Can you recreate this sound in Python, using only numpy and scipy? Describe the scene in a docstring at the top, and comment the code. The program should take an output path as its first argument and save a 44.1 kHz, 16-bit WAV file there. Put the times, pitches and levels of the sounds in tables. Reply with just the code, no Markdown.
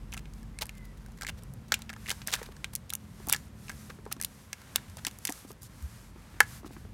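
"""A small dog on a reel leash worries a plastic lid on brick paving, close to a hand-held phone.
Throughout, far traffic rumbles in noise bands under two wavering sine hums, and filtered noise hisses in swells.
Claws, lid and leash catch soon click in uneven clusters (noise snaps over plastic modes), with gritty noise scrapes.
A far bird whistles once early on: a breathy gliding sine, up briefly and then down.
Later paws pat (noise puffs over dull damped sines); one low thump, a short tone under an arch, falls near the end."""
import sys
import numpy as np
from scipy import signal
from scipy.io import wavfile
from scipy.ndimage import uniform_filter1d

SR = 44100
rng = np.random.default_rng(int(sys.argv[2]) if len(sys.argv) > 2 else 0)


def transcribe(u):
    """Save the signal u as a 16-bit wav file named by the first command-line argument.

    u: samples, shape (n,) or (channels, n), limited to [-1, 1]; the rate is SR.
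    q: integer samples, one column per channel.
    """
    v = np.clip(np.atleast_2d(u).T, -1, 1)
    q = np.round(v * 32767).astype(np.int16)
    wavfile.write(sys.argv[1], SR, q)


N = 305877
TIME = np.arange(N) / SR
HIT_TIME = np.arange(int(.09 * SR)) / SR  # s, span of one contact

# hard clicks: start_s, relative snap_db, snap_centre_hz, ring_peak_db, struck_part_hz
CLICKS = [(.121, -37.5, 7340, -49, 3000), (.1268, -41, 8600, -31, 3060), (0.1371, -29, 7900, -35, 1380),
          (.143, -37, 7600, -32, 2400), (.168, -37, 9000, -37.5, 1300), (0.1765, -33.5, 7900, -29, 2900),
          (0.256, -52, 7150, -39.5, 2510), (0.3358, -43, 7900, -71, 900), (0.43, -46, 8350, -50.5, 1660),
          (.588, -29, 7600, -31.5, 2320), (.6116, -33, 7350, -45, 1200), (0.6202, -24.5, 7500, -23, 3400),
          (0.622, -37, 7500, -31, 1040), (0.635, -38, 7940, -43, 1040), (.6559, -33, 10100, -49, 2080),
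          (0.6669, -38, 9000, -59, 890), (.693, -35, 7900, -29.5, 2350), (0.781, -44.5, 8800, -55, 2060),
          (1.0619, -43.5, 9100, -48, 1660), (1.1198, -48, 8600, -63, 1230), (1.211, -32, 8400, -33.5, 1920),
          (1.22, -29, 6270, -30.5, 1900), (1.2324, -30, 6900, -34.5, 1150), (1.2478, -38, 7600, -29, 1970),
          (1.2672, -28, 6660, -27.5, 2240), (1.2782, -33, 7200, -32, 3480), (1.2865, -32, 8300, -27, 2040),
          (1.2937, -36, 9700, -24, 2520), (1.4348, -38.5, 10700, -49, 1200),
          (1.5372, -39.5, 11400, -56, 1170), (1.7207, -12, 6500, -13, 1770), (1.7406, -27, 8200, -17, 2850),
          (1.7415, -16, 7000, -18.5, 2760), (1.791, -41, 11100, -48, 1030),
          (1.8198, -33.5, 7800, -37.5, 4200), (1.8932, -34, 7100, -31.5, 2440),
          (1.9, -34.5, 6500, -34.5, 1570), (1.9302, -39, 7600, -37, 1520), (1.9364, -42, 8800, -36, 2400),
          (1.9631, -45, 6160, -38, 1510), (2.0601, -42, 7000, -33.5, 2390), (2.067, -41, 8000, -34, 2470),
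          (2.0864, -46, 7000, -26.5, 2400), (2.0942, -22, 8600, -25, 2470),
          (2.1036, -20.5, 8000, -17.5, 3200), (2.1143, -21.5, 7450, -29, 1800),
          (2.1254, -35, 8000, -40, 1060), (2.2174, -36.5, 5360, -34.5, 2270),
          (2.2734, -18, 9400, -42, 1640), (2.2813, -35, 6500, -26.5, 1930), (2.3164, -31, 7500, -40, 2490),
          (2.327, -24, 7000, -29, 3370), (2.3378, -14, 7050, -20, 1830), (2.3534, -28, 9700, -30, 3640),
          (2.3617, -34, 8800, -34, 1690), (2.3875, -52, 7800, -39, 1340),
          (2.4288, -36.5, 8240, -36.5, 1760), (2.566, -43, 6900, -47, 1490),
          (2.6436, -26.5, 7600, -21.5, 3000), (2.7357, -34, 11400, -48, 1220),
          (2.7523, -15, 11500, -31.5, 3750), (2.759, -24, 8850, -42, 3450), (2.8953, -36, 8000, -45, 3650),
          (2.903, -24, 9900, -26, 3500), (2.926, -40, 7000, -38, 1350), (2.9357, -17, 10700, -30.5, 3550),
          (2.952, -19, 10800, -35, 3500), (3.27, -28.5, 11800, -43, 1080), (3.275, -51, 9100, -37, 890),
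          (3.286, -20.5, 11300, -36, 1020), (3.297, -14.5, 9400, -26.5, 1260),
          (3.305, -29, 10100, -34, 3420), (3.312, -37, 8400, -31, 3690), (3.3225, -27, 11000, -27, 1410),
          (3.326, -4.5, 11700, -19.5, 2900), (3.3349, -18, 8100, -15, 2820),
          (3.346, -23.5, 6760, -25.5, 1580), (3.3626, -28, 6650, -34, 1710),
          (3.6828, -42, 7000, -36.5, 2740), (3.6951, -29.5, 7100, -30.5, 1730),
          (3.7001, -40, 8500, -30, 1810), (3.716, -42, 7500, -39, 1810), (3.903, -60, 6950, -35, 1370),
          (4.0535, -45, 7900, -49, 1790), (4.0633, -58, 9000, -41, 975), (4.073, -60, 9000, -47, 1010),
          (4.1158, -50, 7500, -32, 1550), (4.125, -17, 9900, -33.5, 2550), (4.1654, -47, 6500, -48, 1090),
          (4.2, -37, 7700, -37.5, 1510), (4.2135, -18.5, 10000, -31.5, 2300), (4.225, -24, 9700, -35, 4200),
          (4.2354, -27, 9200, -38, 2270), (4.247, -16, 9000, -25.5, 3820), (4.5299, -23, 7500, -30, 2340),
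          (4.6165, -44, 8100, -47, 1560), (4.759, -8.5, 10200, -12, 3260), (4.781, -52, 7200, -35.5, 1810),
          (4.898, -42.5, 8700, -60, 1220), (4.97, -32.5, 8500, -40.5, 790), (4.9913, -55, 8100, -45, 1240),
          (5.0494, -20, 7550, -27, 1960), (5.0674, -17, 8700, -21.5, 2700), (5.0825, -34, 7800, -43, 2090),
          (5.1116, -39.5, 9000, -47, 3200), (5.187, -34, 10600, -63, 930), (5.252, -15, 8400, -26, 2550),
          (5.272, -20.5, 9000, -31, 2210), (5.2774, -28, 7440, -29, 3600), (5.29, -39, 8500, -26.5, 2360),
          (5.2953, -24.5, 9400, -37, 790), (5.3027, -30, 8900, -33.5, 806),
          (5.3228, -24.5, 8600, -46, 1570), (5.508, -46, 9800, -45, 1270), (5.5163, -37, 9200, -54, 1180),
          (5.529, -45, 10500, -60, 1500), (5.6203, -39, 9600, -57, 1800), (5.6316, -34, 11400, -52, 1140),
          (5.825, -41, 10200, -60, 1110), (6.4041, -8, 8200, -2.5, 1785), (6.4145, -30, 7200, -39, 1680),
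          (6.429, -35, 7800, -51, 1840), (6.435, -49, 7500, -50, 2110)]
SNAP_REF_HZ = 8120


def undb(db):
    """Decibels to amplitude ratio."""
    return 10 ** (np.asarray(db) / 20)


def unit(x):
    """Scale to an RMS of 1."""
    return x / np.sqrt(np.mean(x ** 2))


def band(x, lo_hz, hi_hz, order=2):
    """Butterworth band-pass."""
    sos = signal.butter(order, [lo_hz, min(hi_hz, .45 * SR)], "band", fs=SR, output="sos")
    return signal.sosfilt(sos, x)


def fade(t, t60_s):
    """Exponential decay, 60 dB down at t60_s."""
    return np.exp(-np.log(1000) * t / t60_s)


def add(out, start_s, sound):
    """Mix a sound in at its start time."""
    i = int(start_s * SR)
    out[i:i + len(sound)] += sound[:N - i]


def curves(table):
    """Interpolate each column over time; the first column is time in s."""
    s, *columns = np.transpose(table)
    return [np.interp(TIME, s, c) for c in columns]


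def walk(rate_hz):
    """Random levels held 1 / rate_hz s and slewed twice; spread near 1."""
    k = int(SR / rate_hz)
    held = np.repeat(rng.standard_normal(N // k + 1), k)
    return 1.321 * uniform_filter1d(uniform_filter1d(held, k), k)[:N]


def arch(start_s, length_s, edge):
    """Rise and fall over one stretch, silent elsewhere; smaller edge = flatter top, quicker edges."""
    half_sine = np.sin(np.pi * np.clip((TIME - start_s) / length_s, 0, 1)).clip(0)
    return half_sine ** edge * (TIME < start_s + length_s)


def traffic():
    """Half-octave bands of far rumble that flicker alone, and two narrow hums that waver."""
    # level course: time_s, rumble_db, low_hum_db, upper_hum_db
    level_course = [(0, -45, -41.5, -51.5), (1.0, -47.5, -47, -54), (1.4, -45.5, -48, -62.5),
                    (1.8, -47, -57, -49.5), (2.65, -48, -50, -61), (2.95, -51, -70, -52.5),
                    (3.3, -47, -61.5, -54), (4.15, -49, -59, -58.5), (4.6, -56, -72, -60.5),
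                    (4.8, -47, -79, -57.5), (5.35, -55, -68, -65), (5.6, -51.5, -58, -66),
                    (6.4, -50, -53, -61), (6.94, -46.5, -49, -53)]
    # hum centres: low_hz, upper_hz
    hum_centres_hz = (45.6, 215.4)
    # rumble spectrum: freq_hz, relative band_gain_db
    spectrum = [(15, -37), (25, -26), (55, 3), (101, 1.5), (223, -4.5), (284, -24), (356, -15.5),
                (517, -19.5), (618, -23.5), (957, -24), (1200, -31), (1560, -50), (2640, -120)]
    rumble_db, *hum_db = curves(level_course)
    mean_db = rumble_db.mean()
    spectrum_hz, spectrum_db = np.transpose(spectrum)
    rumble = 0
    for hz in 30 * 2 ** np.arange(0, 5.3, .5):
        share = np.clip(1.3 - hz / 400, .2, 1)  # the swells are mostly in the bass
        db = np.interp(np.log(hz), np.log(spectrum_hz), spectrum_db)
        db = db + share * (rumble_db - mean_db) + 1.2 * walk(6)
        rumble = rumble + undb(db) * band(rng.standard_normal(N), hz / 2 ** 0.21, hz * 2 ** 0.24)
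    out = unit(rumble) * undb(mean_db)
    for hz, db in zip(hum_centres_hz, hum_db):
        phase = 2 * np.pi * np.cumsum(hz * (1 + 0.02023 * walk(5))) / SR
        out = out + undb(db + 1.2 * walk(14)) * np.sin(phase)
    return out


def hiss():
    """Fine rubbing noise with a little grit, calm between swells; bands flicker alone."""
    # swells: start_s, length_s, high_hiss_db, mid_rustle_db
    swells = [(0.317, 0.13, -68, -68), (1.683, 0.2, -77, -58), (1.954, 0.31, -58.5, -58),
              (2.27, 0.25, -60, -56), (2.484, 0.24, -71, -65), (2.95, 0.31, -68, -81),
              (3.122, 0.38, -59.5, -61), (3.54, 0.45, -59, -61.5), (4.178, 0.37, -62.5, -64),
              (4.48, 0.48, -63, -58.5), (4.874, 0.39, -62.5, -61), (5.195, 0.28, -53.5, -57.5),
              (5.469, 0.05, -56, -72), (5.61, 0.071, -54, -67), (5.66, 0.47, -61, -61.5),
              (6.125, 0.48, -67, -60.5), (6.446, .17, -53.5, -55.5), (6.687, .2, -66.5, -64.5)]
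    calm_high_db, calm_mid_db = -71.5, -64
    power = undb([[calm_high_db], [calm_mid_db]]) ** 2
    for start_s, length_s, *db in swells:
        power = power + (undb(db)[:, None] * arch(start_s, length_s, 0.63)) ** 2
    high_gain, mid_gain = np.sqrt(power)
    grit = undb(.8 * rng.exponential(size=N // 30 + 1)).repeat(30)[:N]
    noise = rng.standard_normal((3, N)) * unit(grit)
    high = unit(band(noise[0], 3800, 11500)) * undb(0.73 * walk(22))
    air = unit(band(noise[1], 11000, 13700)) * undb(-9 + .8 * walk(20))
    mid = unit(band(noise[2], 810, 2100, order=1)) * undb(0.55 * walk(35))
    return high_gain * (high + air) + mid_gain * mid


def strays():
    """Faint chance ticks, each shortly before or after some hard click; rows as in CLICKS."""
    count, spread_s = 24, 0.023
    mean_db, scatter_db, part_hz = -52.5, 2.5, 1580
    chance = rng.standard_normal((count, 4))
    near_s = np.array(CLICKS)[rng.integers(len(CLICKS), size=count), 0]
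    start_s = abs(near_s + spread_s * chance[:, 0])
    snap_db, ring_db = (mean_db + scatter_db * chance[:, 1:3]).T
    stray_part_hz = part_hz * 2 ** np.tanh(chance[:, 3])  # within an octave either way
    return list(zip(start_s, snap_db, np.full(count, SNAP_REF_HZ), ring_db, stray_part_hz))


def clicks():
    """Each contact is a sharp noisy snap plus the plastic modes nearest the struck part."""
    # plastic modes: mode_hz, relative level_db, t60_s
    plastic_modes = [(446, 15.5, 0.022), (508, 10, 0.05), (819, 10.5, 0.031), (1019, -2, 0.046),
                     (1322, -1, 0.026), (1665, 2, 0.03), (1848, -4.5, 0.019), (2170, -3, 0.024),
                     (2737, 5, 0.0065), (3610, 0, 0.0091), (3870, 0.5, 0.0061)]
    ref_t60_s, shortening_power = 0.014, 2.2  # brighter snaps die sooner
    rise_s = 0.00016
    out, t = np.zeros(N), HIT_TIME
    mode_hz, mode_db, mode_t60_s = (c[:, None] for c in np.transpose(plastic_modes))
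    for start_s, snap_db, snap_hz, ring_db, part_hz in [*CLICKS, *strays()]:
        grit = rng.standard_normal((2, len(t)))
        chance = rng.standard_normal((2, len(mode_hz), 1))
        t60_s = ref_t60_s * (SNAP_REF_HZ / snap_hz) ** shortening_power
        # a quick crack over a weaker rattle that lasts longer
        shape = fade(t, t60_s) + 1.85 * fade(t, 0.0069) + undb(-20.0) * fade(t, 5.0 * t60_s)
        shape = shape * (1 - np.exp(-t / rise_s))
        burst = grit[0] * shape
        snap = band(burst, .5 * snap_hz, 1.286 * snap_hz) + undb(-13.0) * band(burst, 8200, 13500)
        snap = unit(snap) * np.sqrt(np.mean(shape ** 2)) / 3.36
        # modes far from the struck part are stirred less; each blow detunes them a little
        reach_db = mode_db - 22 * abs(np.log2(mode_hz / part_hz))
        waves = np.sin(2 * np.pi * mode_hz * (1 + 0.027 * chance[0]) * t) * np.sign(chance[1])
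        modes = (undb(reach_db) * waves * fade(t, mode_t60_s)).sum(axis=0)
        ring = unit(band(modes, 323, 6200))  # thin plastic gives no bass
        # contact chatter, its decay tied to the snap's
        chatter = unit(band(grit[1] * fade(t, 1.67 * t60_s), 0.783 * part_hz, 1.173 * part_hz))
        ring = ring + 0.72 * chatter
        add(out, start_s, undb(snap_db) * snap + undb(ring_db) * ring / abs(ring).max())
    return out


def scrapes():
    """Stick-slip over the brick grain: dense uneven ticks, swelling and fading within each stroke."""
    # lid and claws over brick: start_s, length_s (3 ms at least), level_db, centre_hz
    strokes = [(0.125, 0.033, -55.5, 3500), (0.168, 0.032, -55, 4500), (0.609, 0.027, -37.5, 4080),
               (0.769, 0.016, -61.5, 8000), (0.845, 0.018, -61.5, 9000), (0.97, 0.016, -64.5, 7850),
               (1.173, 0.0058, -59, 5000), (1.185, 0.0069, -59, 4000), (1.283, 0.021, -42.5, 3000),
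               (1.372, 0.027, -60, 5000), (1.681, 0.011, -61, 7000), (2.076, 0.02, -44.5, 3540),
               (2.103, 0.02, -39.5, 3980), (2.263, 0.052, -44, 3480), (2.319, 0.041, -33.5, 4640),
               (2.362, 0.05, -52, 2500), (2.427, 0.011, -49.5, 4500), (2.44, 0.0026, -57, 6000),
               (2.456, 0.013, -53, 5000), (2.513, 0.015, -57.5, 2500), (2.73, 0.013, -54.5, 9000),
               (3.29, 0.0095, -38.5, 9000), (3.32, 0.014, -35, 8000), (3.682, 0.023, -57, 2500),
               (3.893, 0.019, -50.5, 2480), (4.111, 0.021, -45, 3960), (4.752, 0.02, -47, 3500),
               (4.977, 0.022, -52.5, 2500), (5.062, 0.027, -43.5, 3470), (6.426, 0.016, -55, 3000),
               (6.65, 0.035, -57, 5000), (6.706, 0.052, -61.5, 8060)]
    out = np.zeros(N)
    for start_s, length_s, db, hz in strokes:
        count = int(max(length_s, .003) * SR)
        unevenness = undb(3.0 * rng.exponential(size=150)).repeat(20)
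        ticks = rng.standard_normal(3000) * unevenness
        stroke = np.pad(ticks[:count] * np.hanning(count) ** .4, (0, 300))  # room for the filter to ring out
        add(out, start_s, undb(db) * unit(band(stroke, 0.1 * hz, 1.42 * hz, order=1)))
    return out


def bird():
    """A thin, breathy whistle: a short rise, then a longer fall, trilling unevenly in level."""
    # notes: start_s, length_s, first_hz, last_hz, level_db
    notes = [(0.538, 0.068, 2010, 2190, -62), (0.717, .22, 2120, 1935, -60)]
    hz, gain = np.zeros(N), np.zeros(N)
    for start_s, length_s, first_hz, last_hz, db in notes:
        shape = arch(start_s, length_s, 0.32)
        hz += (shape > 0) * (first_hz + (last_hz - first_hz) * (TIME - start_s) / length_s)
        gain += undb(db) * shape
    trill_hz = 60 * (1 + .15 * walk(20))
    trill = 1 + .45 * np.sin(2 * np.pi * np.cumsum(trill_hz) / SR)
    breath = 1 + 0.42 * walk(300)
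    level = gain * trill * breath * undb(1.1 * walk(39.0))
    return level * np.sin(2 * np.pi * np.cumsum(hz * (1 + 0.0052 * walk(59.2))) / SR)


def pats():
    """Soft contact of paws and dull knocks: a dry, broad puff over a dull ring."""
    # pats: time_s, peak_db, pitch_hz
    soft_contacts = [(1.72, -31.5, 545), (2.414, -30, 464), (2.487, -38, 390), (3.199, -39.5, 378),
                     (3.273, -32.5, 277), (3.896, -38, 500), (3.986, -41.5, 414), (4.062, -33, 425),
                     (4.164, -39, 265), (5.069, -35, 279), (5.291, -27, 290), (5.447, -36.5, 270),
                     (5.503, -34, 412), (6.158, -41.5, 338), (6.34, -44.5, 345), (6.364, -45, 312),
                     (6.402, -20.5, 473), (6.63, -40, 366), (6.644, -34.5, 313), (6.661, -36, 366),
                     (6.705, -36.5, 277), (6.764, -37, 326), (6.849, -42.5, 437)]
    cycles_to_60db, delay_s, rise_s = 13.9, 0.00158, 0.00063
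    out, t = np.zeros(N), HIT_TIME
    for time_s, peak_db, hz in soft_contacts:
        t60_s = cycles_to_60db / hz
        puff = band(rng.standard_normal(len(t)) * fade(t, .5 * t60_s), .7 * hz, 3.6 * hz)
        ring = np.sin(2 * np.pi * hz * t) * fade(t, t60_s) * (1 - np.exp(-t / rise_s))
        pat = 0.62 * unit(puff) + unit(ring)
        add(out, time_s + delay_s, undb(peak_db) * pat / abs(pat).max())
    return out


def thump():
    """One low thump: a steady low tone under a squared-sine arch."""
    # thump: start_s, level_db, pitch_hz, length_s
    start_s, level_db, hz, length_s = (5.814, -30, 70, .066)
    out, t = np.zeros(N), HIT_TIME
    shape = np.sin(np.pi * np.clip(t / length_s, 0, 1)) ** 2
    add(out, start_s, -undb(level_db) * np.cos(2 * np.pi * hz * t) * shape)
    return out


def echo(near):
    """Paving and nearby walls scatter a short, dull tail."""
    level_db, t60_s = -25, 0.14
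    t = TIME[:int(.3 * SR)]
    scatter = band(rng.standard_normal(len(t)), 410, 5500, order=1) * fade(t, t60_s) * (t > .003)
    scatter = scatter / np.sqrt(np.sum(scatter ** 2))
    return undb(level_db) * signal.fftconvolve(near, scatter)[:N]


def scene():
    """Near contacts with their echo, over hiss, traffic and bird; one channel."""
    near = clicks() + scrapes() + pats() + thump()
    return (near + echo(near) + hiss() + traffic() + bird())[None]


def record(dry):
    """The phone drops the deepest bass, rounds the very loudest peak and cuts the top."""
    ceiling, top_hz = .93, 16300
    dry = signal.sosfilt(signal.butter(2, 30, "high", fs=SR, output="sos"), dry)
    dry = dry / (1 + abs(dry / ceiling) ** 4) ** .25
    return signal.sosfilt(signal.ellip(10, .2, 70, top_hz, fs=SR, output="sos"), dry)


dry = scene()
out = record(dry)
transcribe(out)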